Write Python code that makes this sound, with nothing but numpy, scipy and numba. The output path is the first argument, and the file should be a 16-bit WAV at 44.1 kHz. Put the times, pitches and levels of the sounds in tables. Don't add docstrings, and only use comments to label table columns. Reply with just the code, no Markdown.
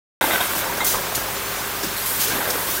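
import sys
import numpy as np
from scipy import signal
from scipy.fft import rfft, irfft
from scipy.io import wavfile
from scipy.ndimage import uniform_filter1d
from numba import njit

SR = 44100
rng = np.random.default_rng(int(sys.argv[2]) if len(sys.argv) > 2 else 0)


def wav_out(sig):
    wavfile.write(sys.argv[1], SR, np.round(np.clip(np.atleast_2d(sig).T, -1, 1) * 32767).astype(np.int16))


def nominal_scale(level):
    x = np.asarray(level, float) / 20
    return 10 ** x


N = 123480

# start [s], peak level [dB], centre [Hz], rattle length [s].
KNOCKS = [(.2108, -9.5, 910, 0.021), (0.243, -15.5, 920, 0.017), (0.277, -18, 800, 0.018),
          (0.287, -21, 655, 0.017), (0.31, -10.5, 910, .012), (0.334, -12.5, 710, 0.027),
          (0.404, -14.5, 910, 0.03), (0.424, -18, 800, 0.029), (0.491, -28, 970, 0.013),
          (0.805, -16, 1200, 0.038), (.94, -17.5, 800, 0.02), (1.068, -19.5, 990, .01),
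          (1.164, -24, 140, 0.02), (1.834, -19.5, 356, 0.031), (2.195, -27, 225, 0.0148),
          (2.333, -20, 290, 0.031), (2.35, -20.5, 400, 0.025), (2.403, -20, 820, .02),
          (2.478, -24, 750, 0.029), (2.543, -21, 560, 0.069), (2.68, -17, 1040, 0.026),
          (.222, -20, 2600, .012), (0.254, -23, 2600, .02), (.32, -17, 3000, .03), (0.972, -26, 950, 0.017)]
# pitch [Hz], level [dB], decay T60 [s].
BOTTLE_MODES = [(348, -2.5, 0.051), (560, -5.5, 0.11), (669, -11, 0.22), (900, -15.5, 0.17),
                (1006, -6.5, 0.077), (1244, -6.5, 0.024), (1540, 5, 0.06), (781, -13, 0.13),
                (1723, -10, 0.12), (2100, -1.5, 0.17), (2530, -1.5, 0.019), (3260, 6, 0.019),
                (3680, 6, 0.084)]
# start [s], peak level [dB], pitch [Hz], decay T60 [s].
RINGS = [(.211, -14, 940, 0.024), (.211, -20, 257, 0.022), (.217, -22, 1636, 0.071),
         (.222, -18, 870, 0.033), (.236, -22, 330, 0.065), (.24, -13, 910, 0.032), (.248, -26, 2110, 0.073),
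         (.278, -19, 690, 0.035), (.288, -24, 610, 0.05), (.304, -22.5, 350, 0.034),
         (.31, -17.5, 1020, 0.021), (.336, -22, 710, 0.047), (.405, -21, 733, 0.076),
         (.408, -19.5, 1030, 0.068), (.414, -22.5, 1650, 0.065), (.806, -23.5, 970, .1),
         (.821, -22, 850, .04), (.832, -28, 720, 0.036), (.939, -22, 560, 0.04), (.946, -23, 990, 0.028),
         (.954, -18.5, 1046, 0.03), (1.166, -18, 62, 0.11), (1.833, -23.5, 1700, .03),
         (1.842, -24, 305, 0.042), (1.862, -25.5, 191, 0.068), (2.35, -24, 300, 0.043),
         (2.367, -26, 900, 0.044), (2.404, -25, 854, .05), (2.43, -28.5, 870, 0.091),
         (2.487, -27, 600, 0.059), (2.497, -25.5, 519, 0.14), (2.625, -30, 466, .08),
         (2.686, -26, 1110, .05), (.226, -18, 3680, 0.016), (.241, -19, 1590, 0.044),
         (.308, -18, 2038, 0.068), (0.338, -17, 1530, 0.13), (0.408, -17.5, 3700, 0.034),
         (.655, -24, 920, 0.077), (.696, -22, 955, 0.083), (.805, -19.5, 2100, 0.13),
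         (0.804, -22, 1360, 0.078), (.806, -23, 3830, 0.054), (0.943, -20.5, 1240, 0.05),
         (.967, -21.5, 510, 0.024), (2.275, -26, 443, 0.1), (2.303, -25, 1607, 0.19),
         (2.553, -24, 523, 0.043), (2.775, -27.5, 1615, 0.11)]
# time [s], level [dB], centre [Hz].
TUMBLE = [(.2, -23.5, 804), (.26, -27, 810), (.36, -26.5, 910), (.39, -33, 1090), (.45, -32.5, 1020),
          (.62, -30.5, 1090), (.78, -32.5, 820), (1., -32, 720), (1.2, -35, 760), (1.75, -35, 720),
          (1.95, -44.5, 910), (2.2, -38.5, 800), (2.36, -29.5, 840), (2.6, -30.5, 815), (2.65, -35, 676),
          (2.8, -37, 580)]
# start [s], hold [s], level [dB], release [s], nozzle ring over jet [dB].
JETS = [
    (0.191, 0.19, -29, .015, -3.5),
    (0.402, 0.072, -30, 0.014, -2),
    (0.492, 0.11, -31, 0.023, -2.5),
    (1.963, 0.078, -33, 0.028, 1),
    (2.057, 0.23, -28, 0.028, -4.5),
    (2.335, 0.12, -33.5, .01, 0),
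    (2.473, 0.31, -32, 0.026, -1.5),
]
# frequency [Hz], density [dB per Hz].
JET_COLOUR = [(3000, -6.5), (4500, -8.5), (6200, -9.5), (9000, -4), (11000, -8.5), (12600, -7),
              (13500, -2.5), (15800, -2)]
# start [s], hold [s], level [dB], release [s], tilt to treble [dB up above 8 kHz and
BLASTS = [(.844, 0.011, -19.5, 0.012, 1.5), (.864, 0.065, -21, 0.044, 0), (1.148, 0.01, -21, 0.026, 0),
          (1.831, .012, -26.5, 0.026, -2.5), (2.2, .008, -31.5, 0.028, 4), (2.5, 0.0073, -21, 0.012, -2),
          (2.212, 0.0098, -26, 0.01, 1), (2.232, .016, -30.5, 0.0092, -2), (2.19, 0.13, -28, .03, 0),
          (0.77, 0.013, -29.5, 0.0045, 0.5), (2.7, 0.014, -35, 0.014, 3.5), (.55, 0.044, -32, 0.023, 3.5),
          (2.67, 0.065, -31, 0.035, 0), (2.75, 0.017, -33.5, 0.018, -1)]
# frequency [Hz], density [dB per Hz].
BLAST_COLOUR = [(1800, -19), (2600, -8.5), (4500, -2), (6000, 0), (7500, -3), (9500, -1.5), (13500, -1.5),
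                (16000, 4)]
# start [s], level [dB], centre [Hz], width [Hz], hold [s].
PUFFS = [
    (1.83, -30, 5400, 1500, 0.011),
    (1.963, -34.5, 4100, 500, 0.025),
    (2.19, -32.5, 3360, 2800, 0.184),
    (2.245, -37.5, 6300, 2000, 0.087),
    (.211, -34.5, 2900, 1600, 0.155),
    (.405, -32.5, 2850, 1600, 0.034),
    (0.72, -33, 1700, 1200, 0.027),
    (2.27, -36.5, 426, 290, 0.112),
    (.53, -42, 295, 130, .2),
    (.94, -33.5, 800, 800, 0.054),
]
# frequency [Hz], density [dB per Hz].
ROAR_COLOUR = [(30, -24), (60, -14), (110, -9), (190, -6.5), (280, -11), (700, -8), (1100, -3), (3600, -10)]
# frequency [Hz], density [dB per Hz].
HISS_COLOUR = [(2600, -73), (3600, -2), (4600, -3.5), (8500, -5), (12500, -5.5), (13600, -1), (14600, -0.5),
               (15200, -0.5), (16000, -6)]
# centre [Hz], width [Hz], rms level [dB].
FRAME = [(426, 97, -46), (539, 38, -44.5), (1030, 74, -48.5), (1537, 57, -46), (1700, 340, -50)]
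# time [s], level [dB].
LOAD = [
    (.2, -3),
    (.7, 3),
    (1.1, 0.5),
    (1.5, 0),
    (1.85, -1),
    (2.0, -1),
    (2.12, 0),
    (2.3, 2),
    (2.55, 0),
    (2.8, 0.5),
]
# pitch [Hz], rms level [dB].
HUM = [(50, -48), (100, -47), (401, -44.5)]
# centre [s], low edge [Hz], high edge [Hz], level
# [dB].
SPLITS = [
    (.235, 12700, 15600, -43),
    (.58, 14000, 15800, -35),
    (1.37, 4120, 11200, -38),
    (1.463, 5600, 7050, -43),
    (1.463, 11600, 13300, -43),
    (1.695, 10300, 11900, -45),
    (1.765, 7850, 10900, -38),
    (1.812, 4500, 5700, -45),
    (2.74, 8250, 11200, -35),
]

TUMBLES_PER_S = 600
RING_SPAN_OCT, SCATTER_DB = 1.78, -1
THUD_DB, THUD_WIDTH = 8.5, 0.7
RING_PAIR = 0.053
ATTACK_S, FLUTTER_DB = 0.002, -0.5
NOZZLE_HZ, NOZZLE_WIDTH_HZ = 11600, 800
PATCHY_DB = 3.2
ROAR_DB, HISS_DB = -30.5, -29.5
NEAR_LOW_HZ = 157
HALL_T60_S, HALL_DAMP, HALL_DB = 0.47, 0.19, -9.5
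START_S, SPLIT_S, TOP_HZ = .2105, .046, 15800


def knock(hz, rattle):
    taps = np.zeros(SR // 4)
    late = np.r_[0, rng.random(23)]
    strength = np.r_[1, rng.uniform(-1, 1, 23)] * np.exp(-late)
    np.add.at(taps, (late * rattle * SR).astype(int), strength)
    width = THUD_WIDTH * hz
    hit = peak(band(band(np.gradient(taps), hz, width), hz, width), THUD_DB)
    for mode_hz, db, t60 in BOTTLE_MODES:
        near_db = -6 * (np.log2(mode_hz / hz) / RING_SPAN_OCT) ** 2
        scatter_db = SCATTER_DB * rng.uniform(-1, 1)
        pitch = mode_hz * (.96 + 0.0513 * rng.random())
        hit += peak(mode(taps, pitch, 0.75 * t60), db + near_db + scatter_db)
    return hit


def wall_ring(hz, t60):
    push = np.r_[np.hanning(7), np.zeros(SR // 4 - 7)]
    main = peak(mode(mode(push, hz, t60 / 2), hz, t60 / 2), 0)
    return main + 0.34 * mode(push, hz * (1 - RING_PAIR), 0.54 * t60)


def knocks():
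    out, size = np.zeros(N + SR), SR // 4
    for s, db, hz, rattle in KNOCKS:
        out[int(s * SR):int(s * SR) + size] += peak(knock(hz, rattle), db)
    for s, db, hz, t60 in RINGS:
        out[int(s * SR):int(s * SR) + size] += peak(wall_ring(hz, t60), db)
    return out[:N]


def tumble():
    count, t = int(TUMBLES_PER_S * N / SR), np.arange(N) / SR
    s, effort_db, centre = np.array(TUMBLE).T
    centre = np.interp(t, s, centre)
    at = rng.integers(0, N, count)
    size = nominal_scale(1.9 * rng.exponential(1, count))
    out = np.zeros(N)
    for hz, db, _ in BOTTLE_MODES:
        near_db = -3.2 * np.log2(hz / centre) ** 2
        for pitch in (.93, 1.06):
            excited = rng.random(count) < .4
            taps = np.zeros(N)
            taps[at] = size * rng.standard_normal(count) * excited
            out += nominal_scale(0.36 * db + near_db) * mode(taps, pitch * hz, 0.028)
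    return level(out, 0) * nominal_scale(np.interp(t, s, effort_db))


def nozzle_jets():
    jet = noise(JET_COLOUR, 0.23)
    ringing = band(band(jet, NOZZLE_HZ, NOZZLE_WIDTH_HZ), NOZZLE_HZ, NOZZLE_WIDTH_HZ)
    ringing = level(ringing, 0)
    out = np.zeros(N)
    for s, hold, db, release, ring_db in JETS:
        out += nominal_scale(db) * valve(s, hold, release) * (jet + nominal_scale(ring_db) * ringing)
    return out * nominal_scale(FLUTTER_DB * walk(40))


def valve_blasts():
    gas = noise(BLAST_COLOUR, 0.44) * nominal_scale(FLUTTER_DB * walk(60))
    low = lowpass(gas, 8000)
    out = np.zeros(N)
    for s, hold, db, release, tilt in BLASTS:
        coloured = nominal_scale(-tilt) * low + nominal_scale(tilt) * (gas - low)
        out += nominal_scale(db) * valve(s, hold, release) * coloured
    return out


def puffs():
    out = np.zeros(N)
    for s, db, hz, width, hold in PUFFS:
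        hiss = band(band(rng.standard_normal(N), hz, width), hz, width)
        out += level(hiss, db) * valve(s, hold, 0.0078)
    return out


def machine():
    t = np.arange(N) / SR
    hum = np.zeros(N)
    for hz, db in HUM:
        tone = np.sin(2 * np.pi * (hz * t + rng.random()))
        hum += np.sqrt(2) * nominal_scale(db + 0.53 * walk(8.04)) * tone
    roar = nominal_scale(ROAR_DB) * noise(ROAR_COLOUR, 0.46)
    low = lowpass(roar, 700)
    shake = rng.standard_normal(N)
    frame = sum(level(band(shake, hz, width), db) for hz, width, db in FRAME)
    load = nominal_scale(np.interp(t, *np.array(LOAD).T))
    hiss = nominal_scale(HISS_DB) * patchy(noise(HISS_COLOUR, 0.18))
    return roar - low + (low + frame) * load + hiss + hum


@njit
def hall(x, lags, gain, damp):
    line, soft, out = np.zeros((8, 4096)), np.zeros(8), np.zeros(len(x))
    for i in range(len(x)):
        total = 0.
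        for k in range(8):
            soft[k] += (1 - damp) * (gain[k] * line[k, (i - lags[k]) & 4095] - soft[k])
            total += soft[k]
            out[i] += soft[k] * (1 - 2 * (k % 2))
        for k in range(8):
            line[k, i & 4095] = x[i] + soft[k] - total / 4
    return out / np.sqrt(8)


def valve(start, hold, release):
    t = np.arange(N) / SR - start
    return np.clip(t / ATTACK_S, 0, 1) * np.exp(-np.maximum(t - hold, 0) / release)


def noise(colour, flicker_db):
    octave = np.log2(np.arange(1, N // 2 + 2) * SR / N)
    hz, db = np.array(colour).T
    edge = np.log2(hz)
    spec = rfft(rng.standard_normal(N)) * nominal_scale(np.interp(octave, edge, db, -120, -120))
    out = np.zeros(N)
    for centre in np.arange(edge[0], edge[-1] + .5, .5):
        weight = np.clip(1 - 2 * abs(octave - centre), 0, 1)
        out += nominal_scale(flicker_db * walk(12.6)) * irfft(spec * weight, N)
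    return level(out, 0)


def patchy(x):
    spec = signal.stft(x, nperseg=1024)[2]
    field = uniform_filter1d(rng.standard_normal(spec.shape), size=2, axis=0) * np.sqrt(2)
    out = signal.istft(spec * nominal_scale(PATCHY_DB * field), nperseg=1024)[1][:N]
    return level(out, 10 * np.log10(np.mean(x ** 2)))


def walk(rate):
    k = int(SR / rate)
    steps = np.repeat(rng.standard_normal(N // k + 1), k)
    return 1.3 * uniform_filter1d(uniform_filter1d(steps, k), k)[:N]


@njit
def ring(x, p):
    y, z = np.empty(len(x)), 0j
    for i in range(len(x)):
        z = z * p + x[i]
        y[i] = z.imag
    return y


def mode(x, hz, t60):
    return ring(x, np.exp(2j * np.pi * hz / SR - np.log(1000) / (t60 * SR)))


def band(x, hz, width):
    return mode(x, hz, np.log(1000) / np.pi / width)


def lowpass(x, hz):
    return signal.sosfilt(signal.butter(2, hz, fs=SR, output="sos"), x)


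def level(x, db):
    return x * nominal_scale(db) / np.sqrt(np.mean(x ** 2))


def peak(x, db):
    return x * nominal_scale(db) / abs(x).max()


def scene():
    bottles = knocks() + tumble()
    bottles = signal.sosfilt(signal.butter(2, NEAR_LOW_HZ, "high", fs=SR, output="sos"), bottles)
    near = bottles + patchy(nozzle_jets() + valve_blasts()) + puffs()
    lags = np.array([701, 887, 1093, 1297, 1523, 1801, 2099, 2447])
    wet = hall(near, lags, nominal_scale(-60 * lags / SR / HALL_T60_S), HALL_DAMP)
    mono = near + nominal_scale(HALL_DB) * wet + machine()
    return np.array([mono, mono])


def low_pass(x):
    return signal.sosfilt(signal.butter(12, 15830, fs=SR, output="sos"), x)


def record(dry):
    t = np.arange(N) / SR
    side = np.zeros(N)
    for s, low, high, db in SPLITS:
        bandpass = signal.butter(8, [low, high], "band", fs=SR, output="sos")
        swell = np.cos(np.pi * np.clip((t - s) / SPLIT_S, -.5, .5))
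        side += level(signal.sosfilt(bandpass, rng.standard_normal(N)), db) * swell
    wide = dry + side * np.array([[1], [-1]])
    mix = signal.sosfilt(signal.ellip(10, .2, 70, TOP_HZ, fs=SR, output="sos"), wide)
    return low_pass(mix * (t >= START_S))


dry = scene()
out = record(dry)
wav_out(out)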